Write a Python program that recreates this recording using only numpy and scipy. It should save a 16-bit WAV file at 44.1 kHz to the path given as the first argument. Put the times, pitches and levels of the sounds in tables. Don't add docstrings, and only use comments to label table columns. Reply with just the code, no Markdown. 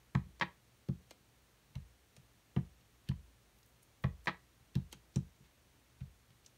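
import sys
import numpy as np
from scipy import signal
from scipy.fft import rfft, irfft, next_fast_len
from scipy.io import wavfile

SR = 44100
rng = np.random.default_rng(int(sys.argv[2]) if len(sys.argv) > 2 else 0)


def volts_from_decibels(level):
    exponent = np.asarray(level, float) / 20
    return 10 ** exponent


def master(y):
    cut = np.clip(np.atleast_2d(y).T, -1, 1)
    pcm = np.round(cut * 32767)
    wavfile.write(sys.argv[1], SR, pcm.astype(np.int16))


N = 289983


def rms_one(x):
    return x / np.sqrt(np.mean(x ** 2) + 1e-20)


def ring(force, hz, t60):
    r, w = volts_from_decibels(-60 / (t60 * SR)), 2 * np.pi * hz / SR
    return signal.lfilter([0, np.sin(w)], [1, -2 * r * np.cos(w), r * r], force + 1e-18)


def band(x, hz, octaves):
    edges = [hz * 2 ** (-octaves / 2), min(hz * 2 ** (octaves / 2), SR / 2.2)]
    return signal.sosfilt(signal.butter(2, edges, "band", fs=SR, output="sos"), x)


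def add(track, s, piece):
    at = round(s * SR)
    track[at:at + len(piece)] += piece[:N - at]


def crackle(bursts):
    out, t_ms = np.zeros(N), np.arange(8192) / SR * 1000
    for s, db, hz, octaves, length_ms in bursts:
        unevenness = volts_from_decibels(2.8 * np.minimum(rng.exponential(size=8192), 4))
        grains = rng.standard_normal(8192) * unevenness
        grains = ring(grains, hz, 2.5 / hz)
        swell = np.sqrt(t_ms / length_ms) * np.exp(-(1.58 * t_ms / length_ms) ** 1.24) * 2.2
        burst = band(grains * swell, hz, octaves)
        loudness = np.sqrt(np.sum(burst ** 2) / (length_ms * SR / 1000))
        add(out, s - .0005, volts_from_decibels(db - 3.5) * burst / loudness)
    return out


# frequency in Hz, level in dB per Hz.
AIR_COLOUR = [(82, -24), (140, 0), (370, -4.5), (801, -9.5), (1240, -10.5), (1510, -11.5), (1640, -10.5),
              (6560, -16), (7680, -18), (8830, -17.5), (16000, -22)]
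# centre in Hz, width in Hz, rms level in dB.
HUM_BANDS = [(48.3, 18, -80.5), (59.8, 5.4, -78.5), (71.5, 14, -80.5), (120.4, 9, -78), (104, 20, -80.5)]


def air():
    size = next_fast_len(N)
    hz = np.arange(1, size // 2 + 2) * SR / size
    table = np.array(AIR_COLOUR)
    colour = volts_from_decibels(np.interp(np.log(hz), np.log(table[:, 0]), table[:, 1]))
    out = volts_from_decibels(-70.5) * rms_one(irfft(rfft(rng.standard_normal(size)) * colour, size))
    for centre_hz, width, db in HUM_BANDS:
        peak = 1 / (1 + (2 * (hz - centre_hz) / width) ** 2)
        out += volts_from_decibels(db) * rms_one(irfft(rfft(rng.standard_normal(size)) * peak, size))
    return out[:N]


# pitch in Hz, level in dB, t60 in seconds.
CASE_MODES = [(359, -9, 0.031), (480, -13.5, 0.027), (655, -13.5, 0.024), (793, -23, 0.017),
              (986, -3.5, 0.03), (1113, -5.5, 0.025), (1275, -7.5, 0.021), (1740, -0.3, 0.013),
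              (1887, 2, 0.015), (2030, -9, 0.013), (2350, -5.5, 0.014), (3200, -5, 0.014),
              (3400, -19, 0.0087), (4450, -11, .006), (5760, -31, 0.0054)]


def strike_case(knocks):
    s, peak_db, hard_hz, deep_db = np.array(knocks).T
    chance_db = 3.4 * rng.standard_normal((len(s), len(CASE_MODES)))
    out = np.zeros(N)
    for k, (hz, db, t60) in enumerate(CASE_MODES):
        clicks = np.zeros(N)
        softness = 1 / (1 + (hz / hard_hz) ** 4) ** .5
        deepening_db = deep_db * (k < 4)
        clicks[(s * SR).astype(int)] = softness * volts_from_decibels(peak_db + db - 9 + deepening_db + chance_db[:, k])
        out += ring(clicks, hz, t60)
    out = signal.sosfilt(signal.butter(2, 720., "high", fs=SR, output="sos"), out)
    return signal.sosfilt(signal.butter(4, 4600., "low", fs=SR, output="sos"), out)


# start in seconds, peak in dB, hardness in Hz, extra level of the deep modes in dB.
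CASE_KNOCKS = [(.1475, -43, 1200, .1), (.1505, -38, 2200, -11), (.1522, -22, 1440, -19),
               (.1535, -36, 1490, -6), (.452, -42, 1200, -5), (2.569, -38.5, 1500, 11),
               (3.11, -49, 1500, .1), (3.116, -37, 1100, 0.5), (4.0393, -33.5, 3500, -11),
               (4.0425, -27.5, 1420, 10.5), (4.045, -26.5, 1300, 12.5), (4.056, -38, 1500, 3.),
               (4.068, -41, 1150, -3.), (2.589, -49, 1500, 1), (4.313, -45, 2000, -4),
               (4.346, -42, 1200, -6)]


def pad_knocks():
    return strike_case(CASE_KNOCKS)


# time in seconds, force in dB, contact in ms, tilt toward upper modes in dB per octave.
DESK_BLOWS = [(.149, -20, 2.46, 0), (.8873, -25.5, 1.5, 1.9), (1.7549, -31, 5.1, -6),
              (2.5639, -22, 1.25, 1.5), (3.09, -24, 2.35, -3.5), (4.0403, -21, 3.4, -3.5),
              (4.755, -22, 2.5, -0.5), (5.1601, -22.5, 1.5, 0.5), (6.009, -31, 6, -3.5),
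              (.412, -37.5, 1, 8.5), (.424, -39, 2.4, 5), (4.272, -37, 2.3, 7.5), (4.284, -42.5, 1.2, 6),
              (2.173, -51.5, 3.4, -3), (1.2, -62, 3.5, -1.), (1, -63.5, 1.3, 7.5), (5.4, -59.5, 1.5, 1),
              (5.4, -60, 3.5, 2.), (3.2, -60, 3., -3.), (6.3, -58.5, 2.5, -3), (2.81, -65.5, 2., -3),
              (.26, -49, 3.2, 1), (4.945, -54.5, 2.7, 2), (4.6, -60, 5., -9), (1.7, -63, 4., -4)]
# pitch in Hz, level in dB, t60 in
# seconds, direction of the first swing.
DESK_MODES = [(47, -20.5, 0.32, 1), (58.1, -27, 0.84, 1), (63.2, -23, .25, -1), (80.45, -13.5, 0.31, -1),
              (129.3, -1.2, 0.16, 1), (147.2, -9, 0.17, -1), (179.9, -5.5, 0.15, -1),
              (216.4, -9.5, 0.12, 1), (258.8, -17.5, 0.077, -1), (336, -19, .11, -1),
              (397.6, -21, 0.084, -1), (558, -26, 0.074, 1)]


def desk_thuds():
    out = np.zeros(N)
    for hz, db, t60, way in DESK_MODES:
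        force = np.zeros(N)
        for s, force_db, contact_ms, tilt_db in DESK_BLOWS:
            push = np.hanning(round(contact_ms * SR / 1000) + 2)
            push_db = force_db + tilt_db * np.log2(hz / 131)
            add(force, s - contact_ms / 2000, volts_from_decibels(push_db) * push / push.sum())
        out += np.sign(way) * volts_from_decibels(db) * ring(force, hz, t60)
    return signal.lfilter(*signal.butter(1, 52.7, "high", fs=SR), out)


BODY_LAG_S = 0.00247


def snap(s, broad_db, ring_db, ring_hz, shape):
    return [(s, broad_db, *shape),
            (s, ring_db, ring_hz, .65, 3.8),
            (s, broad_db - 11.5, 11000, 0.98, 3.2),
            (s + BODY_LAG_S, broad_db - 13, 2450, 2.8, 12.4)]


# time in seconds, broad snap in dB, ringing snap in dB, its pitch in Hz, squash in dB.
RUBBER_LANDINGS = [
    (.15, -50.5, -52, 6000, -54.5),
    (.8865, -56.5, -70, 2950, -58),
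    (1.754, -52, -53, 3200, -61.5),
    (2.563, -55, -49.5, 2760, -46.5),
    (3.088, -57, -54, 5300, -63),
    (4.039, -52.5, -66, 4000, -44.5),
    (4.7537, -44, -63, 10000, -58),
    (5.1591, -46, -41.5, 6700, -53.5),
    (6.006, -62, -70, 2800, -73),
]


def landings():
    bursts, jolts = [], []
    for s, broad_db, ring_db, ring_hz, squash_db in RUBBER_LANDINGS:
        bursts += snap(s, broad_db, ring_db, ring_hz, (3620, 1.8, 4.0))
        bursts.append((s + BODY_LAG_S, squash_db, 730, 2.16, 16.2))
        jolts.append((s + 0.00186, squash_db + 12, 1000, 5.5))
    return crackle(bursts) + strike_case(jolts)


# band centre in Hz, t60 in seconds, level in dB.
ROOM_BANDS = [(310, .2, -11.5), (940, 0.22, -19.5), (2630, 0.21, -18.5), (6000, 0.15, -17),
              (12000, .1, -23)]


def room(x):
    t = np.arange(SR // 2) / SR
    rise = np.clip(t / 0.002 - 1, 0, 1)
    echo = np.zeros(len(t))
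    for hz, t60, db in ROOM_BANDS:
        tail = rng.standard_normal(len(t)) * rise * volts_from_decibels(-60 * t / t60)
        echo += volts_from_decibels(db) * band(tail, hz, 1.47) / 8
    return signal.fftconvolve(x, echo)[:N]


# start in seconds, rms level in dB, centre in Hz, length in ms.
SOFT_RUSTLES = [(.153, -44, 1140, 9.4), (1.748, -64, 1500, 8.2), (3.068, -67.5, 3000, 30),
                (3.55, -78, 12000, 97), (3.67, -75, 13000, 40.), (3.82, -70, 10100, 25.),
                (4.02, -70, 12000, 34), (4.24, -67.5, 9000, 29), (4.745, -62, 3000, 6.7),
                (4.765, -62, 800, 26), (2.572, -59, 1700, 19), (5.14, -68, 5000, 22),
                (6.008, -66, 2000, 13), (5.44, -72, 3000, 40.)]


def rustles():
    return crackle([(s, db, hz, 1.7, ms) for s, db, hz, ms in SOFT_RUSTLES])


# start in seconds, rms level in dB,
# centre in Hz, width in octaves.
SHORT_TICKS = [(2.81, -68, 3500, 1.1), (3.088, -48.5, 4170, .3), (3.088, -46, 2900, .22),
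               (0.1532, -40, 1120, 0.37), (4.044, -39, 1020, 0.47), (3.088, -52, 1660, 0.23),
               (3.088, -54, 9300, 1.3), (3.587, -67, 8000, 2.1), (3.63, -63, 5600, 1),
               (3.661, -64, 12000, 1.2), (3.83, -60, 9600, .89), (4.924, -55, 9000, 2.3),
               (6.305, -65, 4000, 3.7), (6.448, -65, 4000, 2.1)]


def ticks():
    return crackle([(*tick, 4) for tick in SHORT_TICKS])


# start in seconds, peak in dB, gap between touches in ms, extra level of the deep modes in dB.
CASE_RATTLES = [
    (0.4114, -21.5, 2.7, -8),
    (4.2719, -22.5, 3.0, -6),
]
# level in dB re its peak, centre in Hz, width in octaves, length in ms.
RATTLE_CHATTER = [(-20.5, 3500, 1.1, 17), (-44, 6700, 1.1, 17), (-29, 5400, 0.8, 3.7)]


def rattles():
    touches, unstick_s = 9, .012
    hardness_hz = np.geomspace(4000, 1300, touches)
    knocks, bursts = [], []
    for s, db, gap_ms, deep_db in CASE_RATTLES:
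        knocks.append((s - unstick_s, db - 16, 1000, 5.5))
        bursts.append((s - unstick_s - BODY_LAG_S, db - 31, 5000, 1.8, 4.0))
        late = np.cumsum(1 + .28 * rng.standard_normal(touches))
        for k in range(touches):
            touch_s = s + (late[k] - late[0]) * gap_ms / 1000
            knocks.append((touch_s, db - 0.32 * k, hardness_hz[k], deep_db + 0.84 * k))
        bursts += [(s, db + below_db, *shape) for below_db, *shape in RATTLE_CHATTER]
    return strike_case(knocks) + crackle(bursts)


# time in seconds, broad snap in dB, ringing snap in dB, its pitch in Hz, suction pop in dB.
RUBBER_LIFTS = [
    (1.1087, -50.5, -62, 9000, -49.5),
    (2.165, -57.5, -60, 8040, -59),
    (4.927, -44.5, -54, 11000, -48.5),
    (6.462, -58.5, -50.5, 6730, -71),
]


def lifts():
    bursts = []
    for s, broad_db, ring_db, ring_hz, pop_db in RUBBER_LIFTS:
        bursts.append((s - .013, broad_db - 19, 5000, 1.8, 18))
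        bursts += snap(s, broad_db, ring_db, ring_hz, (4600, 2.55, 6.3))
        bursts.append((s + BODY_LAG_S, pop_db, 573, 2.3, 4.1))
    return crackle(bursts)


def scene():
    thud = desk_thuds()
    bright = pad_knocks() + landings() + rustles() + ticks() + rattles() + lifts()
    echo = volts_from_decibels(-2.0) * room(bright + 0.48 * thud)
    return (thud + bright + echo + air())[None]


def low_pass(x):
    return signal.sosfilt(signal.butter(12, 16300, fs=SR, output="sos"), x)


# centre in Hz, width in Hz, level in dB.
HOUSING_DIPS = [(5000, 540, -3), (7600, 490, -1.5), (10520, 750, -4.5), (14700, 700, -2.5), (15450, 400, 3)]


def record(dry):
    size = next_fast_len(N)
    hz = np.arange(size // 2 + 1) * SR / size
    dips_db = sum(db * np.exp(-((hz - dip_hz) / width) ** 2 * 2) for dip_hz, width, db in HOUSING_DIPS)
    top = np.clip((15780 - hz) / 60, .07, 1)
    bottom = 1 / np.sqrt(1 + (40.0 / (hz + 1)) ** 8)
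    heard = irfft(rfft(dry, size) * volts_from_decibels(dips_db) * top * bottom, size)[:, :N]
    heard = heard * (np.arange(N) < 6.5745 * SR)
    return low_pass(heard)


dry = scene()
out = record(dry)
master(out)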